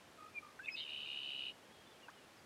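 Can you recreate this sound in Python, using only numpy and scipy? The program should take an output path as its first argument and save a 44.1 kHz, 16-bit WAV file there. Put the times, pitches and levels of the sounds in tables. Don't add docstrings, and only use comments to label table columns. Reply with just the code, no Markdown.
import sys
import numpy as np
from scipy import signal
from scipy.fft import rfft, irfft
from scipy.io import wavfile
from scipy.ndimage import uniform_filter1d

SR = 44100
rng = np.random.default_rng(int(sys.argv[2]) if len(sys.argv) > 2 else 0)


def waveform_to_disk(signal):
    frames = np.transpose(np.atleast_2d(signal))
    scaled = np.clip(frames, -1, 1) * 32767
    samples = np.round(scaled).astype(np.int16)
    wavfile.write(sys.argv[1], SR, samples)


def how_loud(loudness_db):
    steps = np.asarray(loudness_db, float) / 20
    return 10 ** steps


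N = 108045
T = np.arange(N) / SR

# [f/Hz, relative level/dB per Hz]
HISS_SPECTRUM = [(12, -59), (20, -31), (92, -4.5), (161, -4), (225, -2), (393, -3), (550, -3.5),
                 (1070, -6.5), (2340, -10.5), (3180, -12.5), (4310, -15.5), (10800, -24.5), (15500, -33)]
# [centre t/s, centre f/Hz, width f/Hz, level/dB]
CLICK_BURSTS = [(0.593, 1710, 300, -51.5), (0.6606, 1850, 300, -58), (.6595, 4200, 400, -64),
                (.795, 2000, 500, -62), (2.104, 6000, 2000, -62)]
# [start t/s, start f/Hz, rise/(Hz/s), peak level/dB, T60/s, life until it bursts/s]
BUBBLE_RINGS = [(2.0835, 1430, 30300, -45.5, 0.054, 0.02), (2.0838, 809, 27800, -50.5, 0.19, 0.021)]
# [t/s, f/Hz, level/dB]
FAR_PHRASES = [
    [(1.6, 2750, -97), (1.63, 2850, -74), (1.65, 3244, -77), (1.69, 3080, -75), (1.715, 3280, -74),
     (1.75, 3350, -70), (1.8, 3240, -74), (1.83, 3265, -76), (1.85, 3100, -71)],
    [(1.86, 3470, -73), (1.885, 3500, -74), (1.9, 3500, -79), (1.92, 3500, -71), (1.945, 3200, -72),
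     (1.97, 3170, -77)],
    [(2., 3450, -77), (2.022, 3050, -81), (2.035, 2810, -66), (2.06, 2650, -69), (2.095, 2570, -70)],
    [(2.11, 2800, -75), (2.135, 3150, -68), (2.16, 2950, -81), (2.185, 2890, -69), (2.21, 2850, -76),
     (2.235, 2750, -74), (2.26, 2730, -69)],
    [(2.365, 5350, -74), (2.375, 5260, -72), (2.385, 4900, -80), (2.395, 4650, -73), (2.41, 4500, -85)],
]
# [t/s, f/Hz, level/dB]
GURGLE_NOTES = [
    [(.175, 1257, -62), (.19, 1262, -57.5), (.21, 1236, -54), (.268, 1255, -55), (.29, 1268, -59.5),
     (.31, 1270, -66)],
    [(.42, 1279, -60), (.433, 1219, -54.5), (.47, 1188, -56.5), (.51, 1204, -62.5), (.55, 1244, -71)],
]
THROB_PEAKS = (.2093, .4325)
# [t/s, f/Hz, level/dB]
NOTE_A = [(.335, 2385, -72), (.345, 2454, -62), (.36, 2420, -48.5), (.375, 2397, -44.5),
          (.387, 2339, -40.5), (.391, 2390, -49.5), (.393, 2390, -68), (.4, 2450, -68)]
NOTE_B = [(0.588, 1593, -92), (0.596, 1483, -45.5), (0.604, 1573, -51), (0.628, 1690, -60),
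          (0.655, 1750, -71)]
NOTE_C = [(.628, 2634, -67), (.636, 2625, -58), (.651, 2618, -50), (0.6564, 2640, -70),
          (0.6601, 2676, -41.5), (.664, 2503, -61), (0.667, 2505, -52.5), (0.683, 2538, -44.5),
          (0.691, 2250, -30.5), (0.691, 2560, -62), (0.697, 2600, -48.5), (0.736, 2495, -60),
          (.744, 2560, -49.5), (.755, 2610, -40.5), (0.762, 2580, -59), (.768, 2540, -63)]
NOTE_D = [(0.669, 2150, -70), (0.685, 2159, -45.5), (0.692, 2203, -42.5), (0.699, 2080, -55),
          (.71, 2260, -59), (.72, 2120, -72)]
NOTE_E = [(.643, 3400, -72), (.652, 3525, -56), (0.657, 3540, -70), (.66, 3640, -48.5), (.665, 3600, -75)]
NOTE_F = [(0.691, 2830, -72), (0.701, 3140, -58), (.71, 2930, -74)]
NOTE_G = [(0.708, 5140, -69), (0.726, 5060, -53.5), (0.744, 5105, -51), (0.758, 5080, -75)]
NOTE_H = [(.676, 2680, -71), (0.687, 2720, -46), (0.692, 2760, -65)]
# [t/s, f/Hz, level/dB]
BUZZ_VOICES = [
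    [(.757, 3710, -76), (.765, 3645, -55), (.782, 3720, -47.5), (.8, 3800, -48), (.82, 3740, -56),
     (.845, 3500, -52)],
    [(.76, 2850, -61), (.775, 2880, -49.5), (.795, 2913, -49), (.81, 3115, -43.5), (.832, 3010, -48.5),
     (.843, 2900, -51)],
    [(.757, 4150, -68), (.78, 4060, -56.5), (.8, 4164, -53), (.845, 3980, -79)],
    [(.757, 4800, -68), (.785, 4630, -64), (.81, 4900, -71), (.845, 4980, -69)],
    [(.765, 2300, -62), (.795, 2183, -63), (.845, 2300, -66)],
]
# [beat number, t/s]
BEAT_TIMES = [(0, .8518), (6, .9345), (12, 1.0187), (18, 1.103), (24, 1.189), (30, 1.276), (36, 1.3639),
              (42, 1.4532), (46, 1.5128)]
# [t/s, level/dB]
TRILL_EFFORT = [(.84, -46), (.852, -46.5), (.865, -46.5), (.93, -43), (1.05, -44), (1.11, -43), (1.3, -43),
                (1.495, -42.5), (1.505, -45), (1.514, -52), (1.525, -62)]
# [centre t/s from the beat, length/s, level/dB re effort]
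PUFFS_LOW = [(.0004, .0105, 0), (.0068, .0075, -3.5)]
PUFFS_HIGH = [(-0.00031, 0.0079, -16), (0.0071, 0.0076, -13.5), (0.0021, 0.0045, -18)]
# [offset f/Hz, level/dB re effort, puff centre t/s from the beat, puff length/s]
SIDE_TONES = [(-320, -5.5, -.0005, .008), (270, -11, .0006, .008), (-300, -14, .007, .005),
              (-640, -22, -.002, .0035)]

THIRD_PARTIAL_DB = -35


def band(hz, width_hz):
    f = np.fft.fftfreq(N, 1 / SR)
    bell = np.exp(-((f - hz) / width_hz) ** 2)
    z = np.fft.ifft(np.fft.fft(rng.standard_normal(N)) * bell)
    return z / np.sqrt(np.mean(abs(z) ** 2))


def tone(rows, swing_hz=0.):
    s, hz, db = np.array(rows, float).T
    edge = np.clip(np.minimum(T - s[0], s[-1] - T) / 0.0015, 0, 1)
    cycles = np.cumsum(np.interp(T, s, hz) + swing_hz) / SR + rng.random()
    level_db = np.interp(T, s, db)
    for _ in range(2):
        level_db = uniform_filter1d(level_db, size=70)
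    return np.sqrt(2) * edge * how_loud(level_db) * np.exp(2j * np.pi * cycles)


def puff(since, centre_s, length_s):
    return np.cos(np.pi * np.clip((since - centre_s) / length_s, -.5, .5)) ** 2


def ground_dip(x):
    dip_hz, width_hz, depth_db = 3390, 73, -18
    f = np.fft.rfftfreq(N, 1 / SR)
    dip = how_loud(depth_db * np.exp(-((f - dip_hz) / width_hz) ** 2))
    return irfft(dip * rfft(x), N)


def scatter(birds):
    reeds_db, reeds_t60_s = -16, .08
    shore_db, shore_t60_s = -25, .6
    u = T[:SR // 2]

    def fade(t60_s):
        return how_loud(-60 * u / t60_s) / np.sqrt(np.sum(how_loud(-120 * u / t60_s)))

    decay = how_loud(reeds_db) * fade(reeds_t60_s) + how_loud(shore_db) * fade(shore_t60_s)
    tail = rng.standard_normal(len(u)) * decay * (u > .004)
    return signal.fftconvolve(birds, tail)[:N]


def hiss():
    rms_db = -62
    hz, db = np.array(HISS_SPECTRUM).T
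    f = np.maximum(np.fft.rfftfreq(N, 1 / SR), 1)
    shape = how_loud(np.interp(np.log(f), np.log(hz), db))
    noise = irfft(rfft(rng.standard_normal(N)) * shape, N)
    return noise * how_loud(rms_db) / np.sqrt(np.mean(noise ** 2))


def clicks():
    length_s = 0.0043
    out = 0
    for s, hz, width_hz, db in CLICK_BURSTS:
        out = out + how_loud(db) * puff(T, s, length_s) * band(hz, width_hz).real
    return out


def bubbles():
    out = 0
    for s, hz, rise, db, t60_s, life_s in BUBBLE_RINGS:
        u = np.maximum(T - s, 0)
        attack = np.minimum(u / 0.00087, 1)
        burst = np.clip((life_s - u) / .004, 0, 1)
        ring = np.sin(2 * np.pi * (hz * u + rise * u ** 2 / 2))
        out = out + how_loud(db - 60 * u / t60_s) * attack * burst * ring
    return out


def far_bird():
    wander_hz, flicker_db = 50, 2.5
    out = 0
    for phrase in FAR_PHRASES:
        wander = wander_hz * band(0, 48.8).real
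        flicker = how_loud(flicker_db * band(0, 25).real)
        out = out + (tone(phrase, wander) * flicker).real
    return out


def gurgles():
    throb_hz, throb_depth, octave_db = 52.5, .82, -15
    out = 0
    for note, peak_s in zip(GURGLE_NOTES, THROB_PEAKS):
        throb = 1 - throb_depth * np.sin(np.pi * throb_hz * (T - peak_s)) ** 2
        z = tone(note) * throb
        octave = how_loud(octave_db) * z * np.exp(1j * np.angle(z))
        out = out + (z + octave).real
    return out


def whistles():
    notes = [NOTE_A, NOTE_B, NOTE_C, NOTE_D, NOTE_E, NOTE_F, NOTE_G, NOTE_H]
    z = [tone(note) for note in notes]
    longest = z[2]
    third = longest * np.exp(2j * np.angle(longest))
    return sum(v.real for v in z) + how_loud(THIRD_PARTIAL_DB) * third.real


def buzz():
    flutter_hz, quickening_hz_s, peak_s = 150, 230, .782
    depth, sharpness, swing_hz, roughness = .4, 1.3, 170, .2
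    u = T - peak_s
    phase = 2 * np.pi * (flutter_hz * u + quickening_hz_s * u ** 2 / 2)
    chop = 1 - depth + 2 * depth * abs(np.cos(phase / 2)) ** (2 * sharpness)
    swing = swing_hz * np.sin(phase)
    out = 0
    for voice in BUZZ_VOICES:
        breath = 1 + roughness * band(0, 420)
        out = out + (tone(voice, swing) * chop * breath).real
    return out


def wandering_voice(hz, wander_hz, rate_hz):
    return np.exp(2j * np.pi * np.cumsum(hz + wander_hz * band(0, rate_hz).real) / SR)


def trill():
    jitter_s, beat_scatter_db, puff_scatter_db, side_scatter_rad = .0003, .7, 1.4, .45
    side_peak_s = -.0019
    high_hz = 3740

    k = np.arange(BEAT_TIMES[-1][0] + 1)
    chance = rng.standard_normal((20, len(k)))
    beats = np.interp(k, *np.array(BEAT_TIMES).T) + jitter_s * chance[0]
    draws = iter(chance[2:])

    coming = np.searchsorted(beats, T)
    near = np.array([coming - 1, coming])
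    beat = near % len(k)
    exists = (near >= 0) * (near < len(k))
    gain = how_loud(beat_scatter_db * chance[1])[beat] * exists
    since = T - beats[beat]

    def blow(centre_s, length_s, db):
        return how_loud(db + puff_scatter_db * next(draws))[beat] * puff(since, centre_s, length_s)

    low = sum(blow(*p) for p in PUFFS_LOW)
    for offset_hz, db, centre_s, length_s in SIDE_TONES:
        side = blow(centre_s, length_s, db)
        phase = 2 * np.pi * offset_hz * (since - side_peak_s) + side_scatter_rad * next(draws)[beat]
        low = low + side * np.exp(1j * phase)
    high = sum(blow(*p) for p in PUFFS_HIGH)
    low, high = (gain * low).sum(axis=0), (gain * high).sum(axis=0)

    voice = wandering_voice(2918, 55, 89)
    upper = wandering_voice(high_hz, 111.1, 208)
    rough = upper + .7 * band(high_hz, 650) + how_loud(-13) * band(4500, 530)
    third = how_loud(THIRD_PARTIAL_DB) * abs(low) * voice ** 3
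    song = low * voice + third + high * rough
    effort = how_loud(np.interp(T, *np.array(TRILL_EFFORT).T))
    return np.sqrt(2) * effort * song.real


def scene():
    near_bird = whistles() + gurgles() + buzz() + trill()
    birds = ground_dip(near_bird) + far_bird()
    mix = birds + scatter(birds) + clicks() + bubbles() + hiss()
    return mix[None]


def roll_off(x):
    return signal.sosfilt(signal.butter(12, 15680, fs=SR, output="sos"), x)


def record(dry):
    return roll_off(dry)


dry = scene()
out = record(dry)
waveform_to_disk(out)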